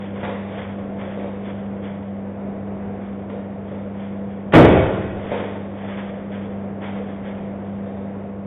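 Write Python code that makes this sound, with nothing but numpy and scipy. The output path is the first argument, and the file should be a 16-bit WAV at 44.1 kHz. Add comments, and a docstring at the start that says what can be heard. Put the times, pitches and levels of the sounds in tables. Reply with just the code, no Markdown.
"""Jumping kick on a punching bag

A kick lands on a plastic-wrapped bag in a bare, echoing room: the filling thuds, the wrap slaps.
The thud overloads a narrow-band microphone and leaves the room's modes beating.
Feet bump on the hard floor and soft scuffs come and go, over the hum and rush of a fan."""
import sys
import numpy as np
from scipy import signal
from scipy.fft import rfft, irfft
from scipy.io import wavfile
from scipy.ndimage import uniform_filter1d

SR = 44100
rng = np.random.default_rng(int(sys.argv[2]) if len(sys.argv) > 2 else 0)


def generate_wav(sig):
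    """Save sig (samples, or channels by samples) to the path in sys.argv[1] as 16-bit PCM at SR."""
    pcm = np.round(np.clip(np.atleast_2d(sig).T, -1, 1) * 32767).astype(np.int16)
    wavfile.write(sys.argv[1], SR, pcm)


N = 373086


def amp(db):
    """Decibels to gain."""
    return 10 ** (np.asarray(db) / 20)


def unit_rms(x):
    """Scale to rms 1."""
    return x / np.sqrt(np.mean(x ** 2) + 1e-20)


def curve_at(points, hz):
    """Interpolate (Hz, value) rows on a log-frequency axis."""
    points_hz, values = np.transpose(points)
    return np.interp(np.log(hz + 1), np.log(points_hz + 1), values)


def add(mix, start_s, sound):
    """Mix a sound in at start_s."""
    part = mix[round(start_s * SR):][:len(sound)]
    part += sound[:len(part)]


def colour(x, spectrum, size=8192):
    """Minimum-phase filter of unit energy, shaped by (Hz, dB) rows."""
    log_gain = np.log(amp(curve_at(spectrum, abs(np.fft.fftfreq(size, 1 / SR)))))
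    response = np.exp(np.conj(signal.hilbert(log_gain)))
    taps = np.fft.ifft(response).real[:size // 2]
    return signal.oaconvolve(x, taps / np.linalg.norm(taps))[:len(x)]


def noise(spectrum):
    """Steady noise of rms 1, shaped by (Hz, dB) rows."""
    gain = amp(curve_at(spectrum, np.fft.rfftfreq(N, 1 / SR)))
    return unit_rms(irfft(rfft(rng.standard_normal(N)) * gain, N))


def drift(rate_hz):
    """Slow random wander of rms 1."""
    gain = np.exp(-(np.fft.rfftfreq(N, 1 / SR) / rate_hz) ** 2)
    return unit_rms(irfft(rfft(rng.standard_normal(N)) * gain, N))


def low_pass(x, edge_hz, size):
    """Steep linear-phase low-pass."""
    return signal.oaconvolve(x, signal.firwin(size, edge_hz, window=("kaiser", 9), fs=SR), "same")


def diffuse_echo(size=1024):
    """Unit-energy response of dense echoes off bare walls; each band decays at its own rate."""
    # Each row: frequency in Hz, T60 in seconds.
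    decay_times = [(60, 2), (170, 0.74), (400, 1.18), (800, 1.12), (2000, 1.35), (3800, 1.2)]
    hz, t, bands = signal.stft(rng.standard_normal(2 * SR), SR, nperseg=size)
    decay = amp(-60 * t / curve_at(decay_times, hz)[:, None])
    spectrum = rfft(signal.istft(bands * decay, SR, nperseg=size)[1][:2 * SR])
    spectrum /= np.sqrt(uniform_filter1d(abs(spectrum) ** 2, size=50))  # no pitch stands out
    tail = irfft(spectrum)[:3 * SR // 2]
    tail *= 1 - np.exp(-np.arange(len(tail)) / SR / 0.002)
    return tail / np.linalg.norm(tail)


def room(x, direct_db, early_db, early_decay_s):
    """Direct sound, early reflections off the nearest walls, and the diffuse echo."""
    reflections_per_s, first_s = 1500, 0.003
    t = np.arange(SR // 4) / SR
    taps = rng.choice([-1., 1.], len(t)) * (rng.random(len(t)) < reflections_per_s / SR)
    taps *= np.exp(-t / early_decay_s) * (t > first_s)
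    early = signal.fftconvolve(x, taps / np.linalg.norm(taps))[:N]
    late = signal.fftconvolve(x, diffuse_echo())[:N]
    return amp(direct_db) * x + amp(early_db) * early + late


def impacts(blows, thud_spectrum, slap_spectrum, thud_gain_db, slap_gain_db):
    """Each blow is one dull push and a short crackle that builds as the surfaces slap together."""
    pushes, slaps = np.zeros(N), np.zeros(N)
    t = np.arange(SR // 4) / SR
    for start_s, push_db, slap_db, slap_decay_s in blows:
        add(pushes, start_s, amp([push_db]))
        contact = np.sqrt(t) * np.exp(-t / slap_decay_s)
        crackle = rng.standard_normal(len(t)) * (rng.random(len(t)) < 0.15) * contact
        add(slaps, start_s, amp(slap_db) * crackle / np.linalg.norm(crackle))
    thuds = amp(thud_gain_db) * colour(pushes, thud_spectrum)
    return thuds + amp(slap_gain_db) * colour(slaps, slap_spectrum)


def fan():
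    """Motor hum in a steady rush of air; unsteady motor timing makes the high overtones waver most."""
    # Each row: frequency in Hz, rms level in dB.
    hum_lines = [(71.2, -56), (99.3, -41), (166, -51), (198.6, -31.5), (297.9, -51.5), (496.5, -45.5),
                 (893.7, -61), (993, -63.5), (1092.3, -60)]
    # Each row: frequency in Hz, relative noise density in dB.
    rush_spectrum = [(20, -17.5), (42, -7), (55, -14), (75, -1.5), (200, 0.5), (290, 0.5), (345, -1),
                     (400, 0), (650, 0), (870, -10.5), (1150, -15.5), (2200, -23), (2600, -28.5),
                     (3600, -37)]
    rush_db, jitter_s = -34.5, 0.00013
    t, hum = np.arange(N) / SR, np.zeros(N)
    for hz, db in hum_lines:
        peak = np.sqrt(2) * amp(db + 1.2 * drift(rate_hz=5))
        cycles = hz * t + rng.random() + hz * jitter_s * drift(rate_hz=2.2)
        hum += peak * np.sin(2 * np.pi * cycles)
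    return hum + noise(rush_spectrum) * amp(rush_db + 0.96 * drift(rate_hz=2.8))


def scuffs():
    """Soft, grainy swishes of feet and clothes: each swells, then dies away with the room."""
    # Each row: start in seconds, swell time in seconds, level in dB.
    swishes = [(-.03, 0.052, -39), (.13, 0.084, -37.5), (.47, .13, -35), (.96, 0.054, -36.5),
               (1.07, 0.079, -44.5), (1.40, 0.074, -39), (1.81, 0.035, -39), (2.99, 0.045, -47),
               (3.62, 0.082, -48), (3.93, .07, -41.5), (4.25, 0.067, -48.5), (5.17, 0.2, -31.5),
               (5.70, 0.22, -35.5), (5.92, 0.066, -36.5), (6.30, 0.043, -38), (6.80, 0.044, -35.5),
               (7.03, .06, -44.5), (7.21, 0.048, -39.5), (7.58, 0.096, -49)]
    # Each row: frequency in Hz, relative level in dB.
    swish_spectrum = [(150, -12.5), (500, 7.5), (800, 3), (1200, -2), (2200, -2), (2700, -10), (3400, -6.5),
                      (4000, -30)]
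    t60_s, grain_db = 1.0, 1.4
    t, power = np.arange(N) / SR, np.zeros(N)
    for start_s, swell_s, db in swishes:
        rise = np.clip((t - start_s) / swell_s, 0, 1)
        fade_db = -60 * np.maximum(t - start_s - swell_s, 0) / t60_s
        power += (rise * amp(db + fade_db)) ** 2
    return noise(swish_spectrum) * np.sqrt(power) * amp(grain_db * drift(rate_hz=60))


def footsteps():
    """Heel bumps and sole slaps on the hard floor, and light pats of hands on the bag, heard mostly through the
    room."""
    # Each row: start in seconds, bump and slap in relative dB, slap decay in seconds.
    steps = [(.232, -9, 5.5, 0.013), (.281, -7, -6, 0.025), (.788, -12.5, -23, 0.015),
             (1.175, -8.5, -5, 0.038), (1.245, -8.5, -14, .02), (3.298, -12.5, -7.5, 0.0041),
             (3.331, -11, -19.5, 0.0059), (3.716, -11.5, -15, 0.026), (5.170, -8.5, -16.5, 0.0056),
             (5.318, 0, 2.5, 0.013), (5.405, -6, -21.5, .01), (6.818, -20.5, -4, 0.032),
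             (6.964, -10, -20, 0.014), (7.861, -14, -14, .01), (7.973, -13.5, -20, .01)]
    # Each row of both spectra: frequency in Hz, relative level in dB.
    heel_spectrum = [(40, -19), (120, -9), (330, -4), (500, 3), (680, -3), (1000, -18.5), (3000, -36)]
    sole_spectrum = [(150, -13.5), (500, 4.5), (700, 4), (900, 6.5), (1300, -2.5), (2200, -0.5), (2650, -9),
                     (3400, -10), (4000, -12.5)]
    feet = impacts(steps, heel_spectrum, sole_spectrum, thud_gain_db=9.5, slap_gain_db=-1)
    return room(feet, direct_db=-4, early_db=-5, early_decay_s=0.067)


def standing_waves():
    """The room's modes ring on after a heavy blow and beat against each other."""
    # Each row: frequency in Hz, relative level in dB, T60 in seconds.
    modes = [(61.7, -12, 1.4), (76.5, -4, 1.4), (79.2, -4, 1.4), (99.1, -4, 1.4), (115.1, 0, 1.4),
             (142.5, -5, 1.4), (147.7, -4, 1.4), (177.5, -10, 1.4), (181.2, -1, 1.4), (231.1, -6, 1.1),
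             (254.9, -5, 1.1), (279.3, -6, 1.1), (318.3, -5, 1.1), (333.6, 0, 1.1), (359.2, -4, 1.1),
             (401.2, -7, 1.1), (438.4, -5, 1.1), (459.4, -5, 1.1), (484.7, -7, 1.1), (597.0, -6, 1.1),
             (638.4, -8, 1.1), (690.1, -8, 1.1)]
    attack_s = 0.003
    t = np.arange(2 * SR) / SR
    ring = sum(amp(db - 60 * t / t60_s) * np.sin(2 * np.pi * (hz * t + rng.random()))
               for hz, db, t60_s in modes)
    return ring * (1 - np.exp(-t / attack_s))


def kick():
    """The foot brushes the wrapping, lands and sinks into the filling; the whole room booms."""
    # Each row: start in seconds, thud and slap in relative dB, slap decay in seconds.
    blows = [(4.522, -31.5, -18.5, 0.0066), (4.533, -21.5, -7.5, 0.0043), (4.538, -2, -5, 0.0063),
             (4.551, 3, -1.5, 0.0058), (4.582, 2.5, -6.5, 0.021)]
    # Each row of both spectra: frequency in Hz, relative level in dB.
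    filling_spectrum = [(25, -12.5), (55, -19.5), (80, -5.5), (180, 1), (340, 1), (500, -0.5), (690, -4.5),
                        (900, -12), (1500, -23.5), (3500, -48.5)]
    wrap_spectrum = [(100, -15.5), (400, 6), (900, 1.5), (1400, 3.5), (2200, 0), (2650, -5.5), (3400, -6.5),
                     (4000, -18.5)]
    bag = impacts(blows, filling_spectrum, wrap_spectrum, thud_gain_db=25, slap_gain_db=18.5)
    boom = room(bag, direct_db=-1.5, early_db=-2.5, early_decay_s=0.054)
    landing_s = blows[2][0]  # first heavy blow
    add(boom, landing_s, amp(-13.5) * standing_waves())
    return boom


def scene():
    """All sources at the microphone, mono."""
    return (kick() + footsteps() + scuffs() + fan())[None]


def record(dry):
    """A narrow-band input flattens the loudest peaks; a thin, bright part of the overtones gets through."""
    band_hz, edge_hz = 3760, 15800
    ceiling, knee = 0.71, 18
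    narrow = low_pass(dry[0], band_hz, size=601)
    clipped = narrow / (1 + abs(narrow / ceiling) ** knee) ** (1 / knee)
    distortion = clipped - narrow
    fizz = distortion - low_pass(distortion, band_hz, size=601)  # overtones above the band
    crunch = amp(-11) * fizz + amp(-8) * np.diff(fizz, prepend=0)
    return low_pass(clipped - fizz + crunch, edge_hz, size=511)[None]


dry = scene()
out = record(dry)
generate_wav(out)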